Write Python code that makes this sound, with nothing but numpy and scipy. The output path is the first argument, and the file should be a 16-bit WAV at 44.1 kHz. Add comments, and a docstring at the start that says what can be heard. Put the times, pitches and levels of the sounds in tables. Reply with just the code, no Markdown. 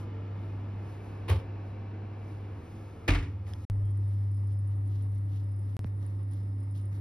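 """An oven fan blows over a mains hum while the door is lifted, knocks in its hinge and is pushed shut.
The pushes ring the oven box; metal contacts clatter and shake the racks. A sleeve swishes.
After a short silence, a second scene: louder hum, a quiet room, faint ticks, hands and a knife
at a worktop. There the sound stalls once, resumes late and jumps back into step with a blip."""
import sys
import numpy as np
from scipy import signal
from scipy.fft import rfft, irfft, next_fast_len
from scipy.io import wavfile

SR = 44100
rng = np.random.default_rng(int(sys.argv[2]) if len(sys.argv) > 2 else 0)


def master(y):
    """Save y as 16-bit WAV."""
    cut = np.clip(np.atleast_2d(y).T, -1, 1)
    pcm = np.round(cut * 32767)  # scale
    wavfile.write(sys.argv[1], SR, pcm.astype(np.int16))


N = 309008
T = np.arange(N) / SR
SLAM_S, OVEN_END_S, WORKTOP_START_S = 3.0846, 3.6518, 3.6996

# stereo width at the oven and at the worktop: f/Hz, side re mid/dB
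OVEN_WIDTH = [(60, -23), (200, -17.5), (380, -12.5), (700, -1.5), (1300, -8.5), (2400, -9.5), (5000, -21),
              (15000, -37)]
WORKTOP_WIDTH = [(60, -23), (200, -21), (380, -3.5), (700, -4), (1300, -2.5), (2400, -2), (5000, -12.5),
                 (15000, -29.5)]


def fan():
    """Air noise, quieter as the door shuts; two fine colourings crossfade for the door's swing."""
    spectrum = [(20, -8), (60, 0), (160, -1.5), (300, -3.5), (480, -8.5), (600, -13.5), (900, -14),
                (1500, -22), (2000, -24), (2600, -25), (3300, -33), (5400, -40.5), (7500, -50),
                (11000, -56.5), (15500, -54)]  # f/Hz, density/dB
    level = [(0, -45.5), (.75, -46.5), (1.25, -45.5), (1.6, -46.5), (2.5, -47.5), (3.1, -49), (3.45, -52.5),
             (3.49, -49), (3.65, -52)]  # t/s, level/dB
    crossfade_rad_per_s = 0.89
    angle = crossfade_rad_per_s * T
    first = coloured(spectrum, OVEN_WIDTH, ripple_db=3.0)
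    second = coloured(spectrum, OVEN_WIDTH, ripple_db=2.5)
    return amp(in_time(level)) * (np.cos(angle) * first + np.sin(angle) * second)


def mains_hum(level, overtones, hz=99.92, crest_s=5.7668):
    """Twice the mains frequency, with wavering overtones."""
    phase = 2 * np.pi * hz * (T - crest_s)
    upper = sum(amp(db + 2 * drift(10)) * np.cos(k * phase + rng.uniform(0, 2 * np.pi))
                for k, db in overtones)
    return np.sqrt(2) * amp(in_time(level)) * (np.cos(phase) + upper)


def oven_hum():
    """Mains hum, shaded by the swinging door."""
    level = [(0, -37.5), (.75, -36.5), (.98, -42.5), (1.26, -39), (1.46, -42), (1.51, -37.5), (1.65, -39),
             (2.56, -39), (2.62, -53), (2.8, -42), (3.01, -52), (3.08, -40), (3.21, -40), (3.32, -37),
             (3.6, -39), (3.65, -42)]  # t/s, level/dB
    overtones = [(2, -21), (3, -24.5)]  # harmonic, level/dB
    return mains_hum(level, overtones) * pan(0.15)


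def worktop_hum():
    """Nearer mains hum, late on the left; the balance moves as the listener shifts."""
    level = [(3.7, -28), (4.5, -29.5), (5.0, -30), (5.76, -33), (5.9, -33), (7, -33)]  # t/s, level/dB
    overtones = [(2, -31.5), (3, -34.5)]  # harmonic, level/dB
    balance = [(3.7, .4), (5.0, .6), (5.75, .9), (5.95, -1.3), (6.5, -.9), (7, -.2)]  # t/s, left re right/dB
    lag_samples = 8
    hum = mains_hum(level, overtones)
    return np.array([np.roll(hum, lag_samples), hum]) * pan(-in_time(balance) / 2)


def low_tone(hz=82.5, zero_crossing_s=3.6419):
    """Beats with the hum and grows as the box closes; the slam briefly lifts its pitch."""
    level = [(0, -64), (2.3, -62), (2.6, -40.5), (2.8, -59), (3.01, -43), (3.07, -52), (3.22, -32.5),
             (3.32, -39), (3.65, -40)]  # t/s, level/dB
    waver_db, steady_above_db = 3.5, -54
    jolt_hz, settle_s = 5, 0.1
    level_db = in_time(level)
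    weakness = np.clip((steady_above_db - level_db) / 10, 0, 1)
    lag_cycles = jolt_hz * settle_s * np.exp(-since(SLAM_S) / settle_s)
    cycles = hz * (T - zero_crossing_s) - lag_cycles
    return amp(level_db + waver_db * weakness * drift(5)) * np.sin(2 * np.pi * cycles)


def box_ring():
    """Hinge knock and slam feed the low modes of door and box through a yielding seal."""
    modes = [(44.6, 0.52, 1, -39, -16.5), (68, 0.48, 0.63, -52, -24), (78.6, 0.36, 0.4, -7.5, -44),
             (90.8, 0.42, -0.92, -53, -18), (98.3, 0.31, -0.88, -14, -45.5), (120.1, 0.58, -0.86, -33, -29),
             (151.3, 1.05, 0.91, -39, -36), (206.6, 0.29, -0.62, -41, -38),
             (281.4, 1.03, -0.98, -51.5, -36), (302.5, 0.3, -1.13, -43, -27.5), (309, 0.15, -0.7, -55, -32),
             (367.4, 0.67, 0.99, -44, -42), (400, 0.65, 0.93, -49, -43), (441, 0.3, .95, -36.5, -57),
             (470, 0.45, 0.86, -52, -39), (532, 0.44, -1.4, -44, -61), (545, 0.5, 1, -44.5, -54)]  # f/Hz, t60/s, signed gain, knock/dB, slam/dB
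    # knock, slam: t/s, build-up/cycles, delay/cycles, damping onset/s, damping t60/cycles
    pushes = [(1.295, 1.7, 0, 1.392, 3.5), (3.0846, 0.6, .207, 3.21, 7.2)]
    deep_below_hz = (250, 100)  # knock, slam
    rest_s, rest_t60_s = 3.3, 0.12
    out = np.zeros((2, N))
    for k, (s, build_cycles, delay_cycles, damped_s, damped_cycles) in enumerate(pushes):
        for hz, t60, gain, *level_db in modes:
            age = since(s + delay_cycles / hz)
            envelope = (1 - np.exp(-age * hz / build_cycles)) * amp(level_db[k] - 60 * age / t60)
            if hz < deep_below_hz[k]:  # hand or seal damps the deep modes
                envelope *= amp(-60 * since(damped_s) * hz / damped_cycles)
            else:
                envelope *= amp(-60 * since(rest_s) / rest_t60_s)
            upper = hz > 250
            roughness = amp(0.5 * upper * drift(14))  # loose panels
            out += gain * pan(1.0 * upper) * roughness * envelope * np.sin(2 * np.pi * hz * age)
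    return out


def door_clatter():
    """Metal contacts chatter unevenly, crack brightly and shake the racks."""
    hinge_hits = [(1.280, -41.5, 0.1), (1.2845, -40, 0.064), (1.293, -36, 0.072), (1.299, -36.5, 0.07),
                  (1.31, -42.5, 0.28), (1.326, -51, 0.12), (1.356, -50, 0.084), (1.386, -59, 0.14),
                  (1.398, -63, 0.044)]  # t/s, level/dB, t60/s
    slam_hits = [(3.078, -26.5, 0.065), (3.081, -31.5, 0.064), (3.085, -28.5, 0.057), (3.092, -36, 0.055),
                 (3.103, -26, 0.048), (3.117, -37, 0.26), (3.134, -34, 0.035), (3.1475, -36.5, 0.14),
                 (3.186, -44.5, 0.1), (3.206, -59, 0.21), (3.224, -53, 0.36), (3.465, -58, 0.21)]  # t/s, level/dB, t60/s
    hard_hits = [(1.2925, -50, .03), (1.2985, -44, .04), (3.079, -45.5, 0.082), (3.148, -54, 0.028)]  # t/s, level/dB, t60/s
    hinge_spectrum = [(150, -32), (350, 10), (550, 0), (760, 1), (1120, 1.5), (1400, -7), (2500, -4),
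                      (4800, -14), (7000, -23), (10300, -20.5), (15500, -33)]  # f/Hz, density/dB
    slam_spectrum = [(150, -13), (300, -1), (400, -3), (550, -10.5), (1200, -9.5), (2200, -5),
                     (3500, -17.5), (5800, -23), (8700, -28.5), (12000, -39.5), (15500, -52)]  # f/Hz, density/dB
    width = [(100, -30), (300, -12), (650, 0.5), (1400, -9), (3000, -1), (7000, -14.5), (15000, -4)]  # f/Hz, side re mid/dB
    hinge, slam = bursts(hinge_hits), bursts(slam_hits)
    chatter = amp(0.42 * drift(100))
    clatter = hinge * coloured(hinge_spectrum, width) + slam * coloured(slam_spectrum, width)
    cracks = bursts(hard_hits, rise_s=0.0005) * np.diff(rng.standard_normal(N + 1))
    return chatter * clatter + cracks + racks(hinge, slam)


def racks(hinge, slam):
    """Racks and sheet metal ring from the contacts and from the latch snapping home and rebounding."""
    modes = [(740, 0.069, -44, -47, -60), (877, 0.15, -37, -51, -53), (927, 0.098, -43, -53, -55),
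             (1130, 0.18, -36.5, -50, -56), (1165, 0.2, -45, -43, -51), (1224, 0.14, -42, -49, -54),
             (1542, .11, -44, -51, -54), (1630, 0.15, -50, -46, -47), (1850, 0.1, -44, -47, -46),
             (1950, 0.12, -45, -41, -48), (2160, 0.2, -47, -47, -53), (2233, 0.062, -42, -53, -48),
             (2330, 0.079, -49, -48, -54), (2400, 0.07, -46, -41, -52), (2550, 0.19, -49, -51, -55),
             (2790, .09, -51, -52, -45), (3050, 0.12, -49, -48, -50), (3130, .08, -43, -51, -52),
             (3420, .08, -57, -43, -54), (3760, 0.066, -40, -45, -52), (4280, 0.043, -47, -50, -54),
             (5000, .04, -49, -46, -56)]  # f/Hz, t60/s, hinge drive/dB, slam drive/dB, latch drive/dB
    latch_hits = [(3.1485, 2.5), (3.1555, -3)]  # t/s, level/dB
    latch = impulses(latch_hits)
    out = np.zeros((2, N))
    for hz, t60, hinge_db, slam_db, latch_db in modes:
        shake = (amp(hinge_db) * hinge + amp(slam_db) * slam) * rng.standard_normal(N)
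        left_db = rng.normal(0.5, 2.7)
        out += ring(shake + amp(latch_db) * latch, hz, t60) * pan(-left_db)
    return out


def snap():
    """One dry click to the right, after the door has settled."""
    click = (3.5362, -39.5, [(1800, -5, .006), (3400, 0, .007), (5100, -2, .007), (9000, -10, .004)])  # t/s, level/dB, modes (f/Hz, gain/dB, t60/s)
    s, level_db, modes = click
    force = impulses([(s, level_db)])
    return sum(amp(db) * ring(force, hz, t60) for hz, db, t60 in modes) * amp([[-3], [2]])


def sleeve():
    """Cloth swishes: swells of bright noise."""
    swishes = [(0, .02, 0.071, -65), (.45, 0.18, 0.37, -76.5), (.9, 0.15, 0.19, -70),
               (1.05, .06, 0.37, -72.5), (1.68, .1, 0.13, -78), (2.3, 0.19, 0.22, -72),
               (2.72, 0.29, 1, -70.5), (3.485, 0.033, 0.1, -65), (3.64, 0.13, 0.084, -69)]  # peak/s, rise/s, fall/s, level/dB
    spectrum = [(1200, -20), (2500, -1), (5000, 1), (9000, -4), (12000, -4), (15500, -12.5)]  # f/Hz, density/dB
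    return swells(swishes) * coloured(spectrum, OVEN_WIDTH)


def knife_strokes():
    """Hands and knife rub, each stroke with its own brightness; crumbs catch under the blade."""
    strokes = [(4.15, 0.26, 0.24, -72, 4.5), (4.38, 0.092, 0.1, -78, 3.5), (4.52, 0.049, 0.034, -68.5, 2.5),
               (4.73, 0.045, 0.032, -71, 3.5), (4.9, 0.064, 0.097, -70.5, 1), (4.96, 0.12, 0.096, -70, 4.5),
               (5.02, 0.071, 0.068, -71, 2), (5.16, 0.057, 0.05, -66, 1), (5.35, 0.097, 0.11, -61.5, 3),
               (5.7, 0.081, 0.096, -67.5, 1), (5.86, .03, 0.046, -59, -3.5), (6.02, 0.033, 0.22, -66, 1.2),
               (6.321, 0.018, 0.15, -62.5, 1.5), (6.64, 0.073, 0.089, -84, 1),
               (6.750, 0.0055, 0.11, -64, 5), (6.78, 0.024, 0.063, -72, -1),
               (6.923, 0.0069, 0.065, -57, -3.5), (6.95, .02, .1, -70, 5)]  # peak/s, rise/s, fall/s, level/dB, bright re dull/dB
    spectrum = [(600, -27.5), (1500, 0), (2800, 5.5), (4500, -6), (6500, -10.5), (9000, -22.5),
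                (12000, -10), (15500, -25)]  # f/Hz, density/dB
    split_hz, crumbs_per_s, crumb_gain = 2600, 520, 0.593
    rub = coloured(spectrum, WORKTOP_WIDTH)
    catches = (rng.random(N) < crumbs_per_s / SR) * rng.exponential(1, N)
    grain = amp(1.5 * drift(80)) * (1 + crumb_gain * signal.lfilter([1], [1, -0.97], catches))
    bright = swells((*timing, db + tilt_db / 2) for *timing, db, tilt_db in strokes)
    dull = swells((*timing, db - tilt_db / 2) for *timing, db, tilt_db in strokes)
    return grain * (bright * filtered(rub, split_hz, "high") + dull * filtered(rub, split_hz, "low"))


def ticks():
    """Faint noise bursts over a weak steady drive, in two bright resonances."""
    timed = [(3.7587, -87), (3.855, -70), (3.9074, -74), (3.9737, -71), (4.081, -80), (4.3154, -75),
             (4.3469, -72), (4.3713, -76), (4.4726, -72), (4.5205, -79), (4.5898, -71.5), (4.6751, -69),
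             (4.6986, -82), (4.8757, -71), (5.0238, -69), (5.1186, -76), (5.1475, -75), (5.18, -72),
             (5.255, -83), (5.4394, -76), (5.5192, -78), (5.5626, -76), (5.593, -67), (6.0645, -66.5),
             (6.2296, -75), (6.3129, -68), (6.335, -69), (6.6037, -73.5), (6.6312, -73), (6.71, -68),
             (6.7619, -71), (6.775, -66), (6.8157, -69), (6.8552, -68.5)]  # t/s, drive/dB
    modes = [(9620, 4.5, 0.004), (14300, -4.5, 0.003)]  # f/Hz, gain/dB, t60/s
    weak_count, rise_s, burst_t60_s, trim_db = 8, 0.003, 0.036, -21.5
    when, softness = rng.random((weak_count, 2)).T
    weak = zip(WORKTOP_START_S + when * (T[-1] - WORKTOP_START_S), -90 - 4 * softness)
    drive = bursts([(s - rise_s, db, burst_t60_s) for s, db in [*timed, *weak]], rise_s)
    drive += amp(-93.5 + 3.4 * drift(25))
    return sum(amp(db + trim_db) * ring(ring(drive * rng.standard_normal(N), hz, t60), hz, t60)
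               for hz, db, t60 in modes)


def room():
    """Wavering background noise with a fine, uneven colouring."""
    spectrum = [(20, -16.5), (60, 2.5), (140, 2), (330, -5.5), (370, -11.5), (650, -16.5), (900, -16),
                (1600, -28), (2150, -25), (2400, -32), (5000, -45), (7500, -53.5), (8600, -33.5),
                (10000, -42), (12000, -43.5), (15500, -54)]  # f/Hz, density/dB
    level = [(3.7, -48.5), (4.6, -49.5), (5.3, -50), (5.5, -48.5), (5.9, -50), (6.1, -49), (7, -49.5)]  # t/s, level/dB
    return amp(in_time(level) + drift(11)) * coloured(spectrum, WORKTOP_WIDTH, ripple_db=3.0)


def rumble():
    """Deep noise as the listener settles."""
    level = [(3.7, -42.5), (3.9, -47.5), (4.0, -77.5), (7.0, -83)]  # t/s, level/dB
    return amp(in_time(level)) * noise_band(20, 45, order=2)


def whines():
    """Narrow flickering noise bands, the highest a thin whistle."""
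    bands = [(174, 2.3, -70), (273.8, 5.7, -60), (445, 4.8, -72), (542, 18, -75), (780, 9, -73.5),
             (930, 16, -84), (2100, 90, -77.5)]  # f/Hz, width/Hz, level/dB
    whistle_level = [(3.7, -88), (4.0, -86.5), (4.2, -84.5), (4.62, -84), (4.8, -98.5), (5.2, -92.5),
                     (5.5, -83.5), (5.75, -84), (6.0, -93), (6.4, -82), (6.55, -81), (6.7, -83), (7, -89)]  # t/s, level/dB
    whistle_hz, whistle_width_hz = 5114, 150
    whistle_db = in_time(whistle_level) + 1.5 * drift(12)
    out = np.zeros(N)
    for hz, width_hz, db in [*bands, (whistle_hz, whistle_width_hz, whistle_db)]:
        band = noise_band(hz - width_hz / 2, hz + width_hz / 2, order=1)
        out += amp(db + 0.43 * drift(5.3) + 2 * drift(0.3)) * band
    return out


def ping(start_s=3.825, fade_s=3.9, t60_s=0.25, hz=3200, level_db=-72):
    """One short, faint, thin tone."""
    envelope = ramp(start_s, 0.02) * amp(level_db - 60 * since(fade_s) / t60_s)
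    return envelope * np.sin(2 * np.pi * hz * T)


def ports(x, lead):
    """Two microphone ports: the left leads by a frequency-dependent phase."""
    size = next_fast_len(N)
    lead_rad = np.interp(np.arange(size // 2 + 1) * SR / size, *np.transpose(lead))
    return irfft(rfft(x, size) * np.exp(0.5j * np.outer([1, -1], lead_rad)), size)[:, :N]


def stall(x, stop_s=5.7677, resume_s=5.7921, late_s=0.025, in_step_s=5.8443):
    """The stream stops, resumes late and jumps back into step with a falling blip."""
    late = np.roll(x, round(late_s * SR), axis=1)
    fade = ramp(in_step_s, 0.019)
    out = np.where(T < stop_s, x, (T >= resume_s) * ((1 - fade) * late + fade * x))
    age = since(in_step_s)
    blip_cycles = 1.09 * np.log((age + 0.0001) / 0.0005)  # pitch falls as 1/age
    blip_db = -41.5 + 14.6 * ramp(in_step_s, 0.0071) - 60 * age / 0.33
    gate = ramp(in_step_s, 0.00026) * np.clip(2 - age / 0.0099, 0, 1)
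    return out + gate * amp(blip_db) * np.cos(2 * np.pi * blip_cycles) * pan(1.5)


def amp(db):
    """dB to gain."""
    return 10 ** (np.asarray(db) / 20)


def pan(right_db):
    """Stereo gains: right up, left down by right_db."""
    return amp(right_db * np.array([[-1], [1]]))


def since(s):
    """Seconds after s; 0 before."""
    return np.maximum(T - s, 0)


def ramp(start_s, length_s):
    """Linear rise from 0 to 1."""
    return np.minimum(since(start_s) / length_s, 1)


def in_time(curve):
    """Breakpoints to one value per sample."""
    return np.interp(T, *np.transpose(curve))


def at_hz(points, hz):
    """Breakpoints read on a log-frequency axis."""
    points_hz, db = np.transpose(points)
    return np.interp(np.log(hz), np.log(points_hz), db)


def drift(rate_hz):
    """Slow random wander, unit spread."""
    hop, warmup = 40, 2000
    r = np.exp(-2 * np.pi * rate_hz * hop / SR)
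    slow = signal.lfilter([1], [1, -2 * r, r * r], rng.standard_normal(N // hop + warmup + 2))[warmup:]
    return np.interp(np.arange(N) / hop, np.arange(len(slow)), slow / slow.std())


def filtered(x, hz, kind, order=2):
    """Maximally flat filter."""
    return signal.sosfilt(signal.butter(order, hz, kind, fs=SR, output="sos"), x)


def noise_band(low_hz, high_hz, order):
    """Band noise, unit rms."""
    band = filtered(rng.standard_normal(N), [low_hz, high_hz], "band", order)
    return band / band.std()


def coloured(spectrum, width, ripple_db=0):
    """Mid/side noise, unit mid rms; a fine random ripple roughens the spectrum."""
    size = next_fast_len(N)
    hz = np.maximum(np.arange(size // 2 + 1) * SR / size, 1)
    ripple = np.interp(np.log(hz), np.linspace(3, 10, 260), rng.standard_normal(260))
    shape_db = at_hz(spectrum, hz) + ripple_db * ripple * np.minimum(2500 / hz, 1)
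    bins = rfft(rng.standard_normal((2, size))) * amp(shape_db)
    bins[1] *= amp(at_hz(width, hz))
    mid, side = irfft(bins, size)[:, :N]
    return np.array([mid + side, mid - side]) / mid.std()


def ring(force, hz, t60_s):
    """Resonator: a unit impulse starts a decaying unit sine."""
    r, w = amp(-60 / (t60_s * SR)), 2 * np.pi * hz / SR
    return signal.lfilter([0, np.sin(w)], [1, -2 * r * np.cos(w), r * r], force + 1e-18)


def impulses(hits):
    """One-sample kicks."""
    out = np.zeros(N)
    for s, db in hits:
        out[round(s * SR)] = amp(db)
    return out


def bursts(hits, rise_s=0.0025):
    """Envelope: fast rise and exponential decay per hit."""
    out = np.zeros(N)
    for s, db, t60 in hits:
        span = slice(int(s * SR), int((s + 2 * t60) * SR))
        age = np.maximum(T[span] - s, 0)
        out[span] += np.minimum(age / rise_s, 1) * amp(db - 60 * age / t60)
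    return out


def swells(rows, edge_db=18.5, roundness=1.3):
    """Envelope: rounded peaks, edge_db down at one rise or fall time."""
    return sum(amp(db - edge_db * np.maximum((s - T) / rise_s, (T - s) / fall_s) ** roundness)
               for s, rise_s, fall_s, db in rows)


def scene():
    """Oven, short silence, worktop."""
    oven_lead = [(0, 0), (1000, -.1), (2500, .7), (3100, 1.2), (5200, .4), (6600, 2.6), (8200, 3.7),
                 (10300, 6.3), (13300, 9.4), (16500, 12.6)]  # f/Hz, left lead/rad
    worktop_lead = [(0, 0), (340, .2), (690, -2.6), (2400, -3.0), (3600, -5.3), (5200, -5.8), (6600, -3.7),
                    (8200, -2.6), (10300, 0), (13300, 3.1), (16500, 6.3)]  # f/Hz, left lead/rad
    oven = low_tone() + fan() + sleeve() + oven_hum() + box_ring() + door_clatter() + snap()
    worktop = worktop_hum() + room() + knife_strokes() + rumble() + ticks() + whines() + ping()
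    oven_gate = np.clip((OVEN_END_S - T) / 0.002, 0, 1)
    return ports(oven, oven_lead) * oven_gate + ports(worktop, worktop_lead) * (T >= WORKTOP_START_S)


def record(dry):
    """The stall, then a steep treble cut."""
    stopband_hz = 16600
    return signal.sosfilt(signal.cheby2(12, 70, stopband_hz, fs=SR, output="sos"), stall(dry))


dry = scene()
out = record(dry)
master(out)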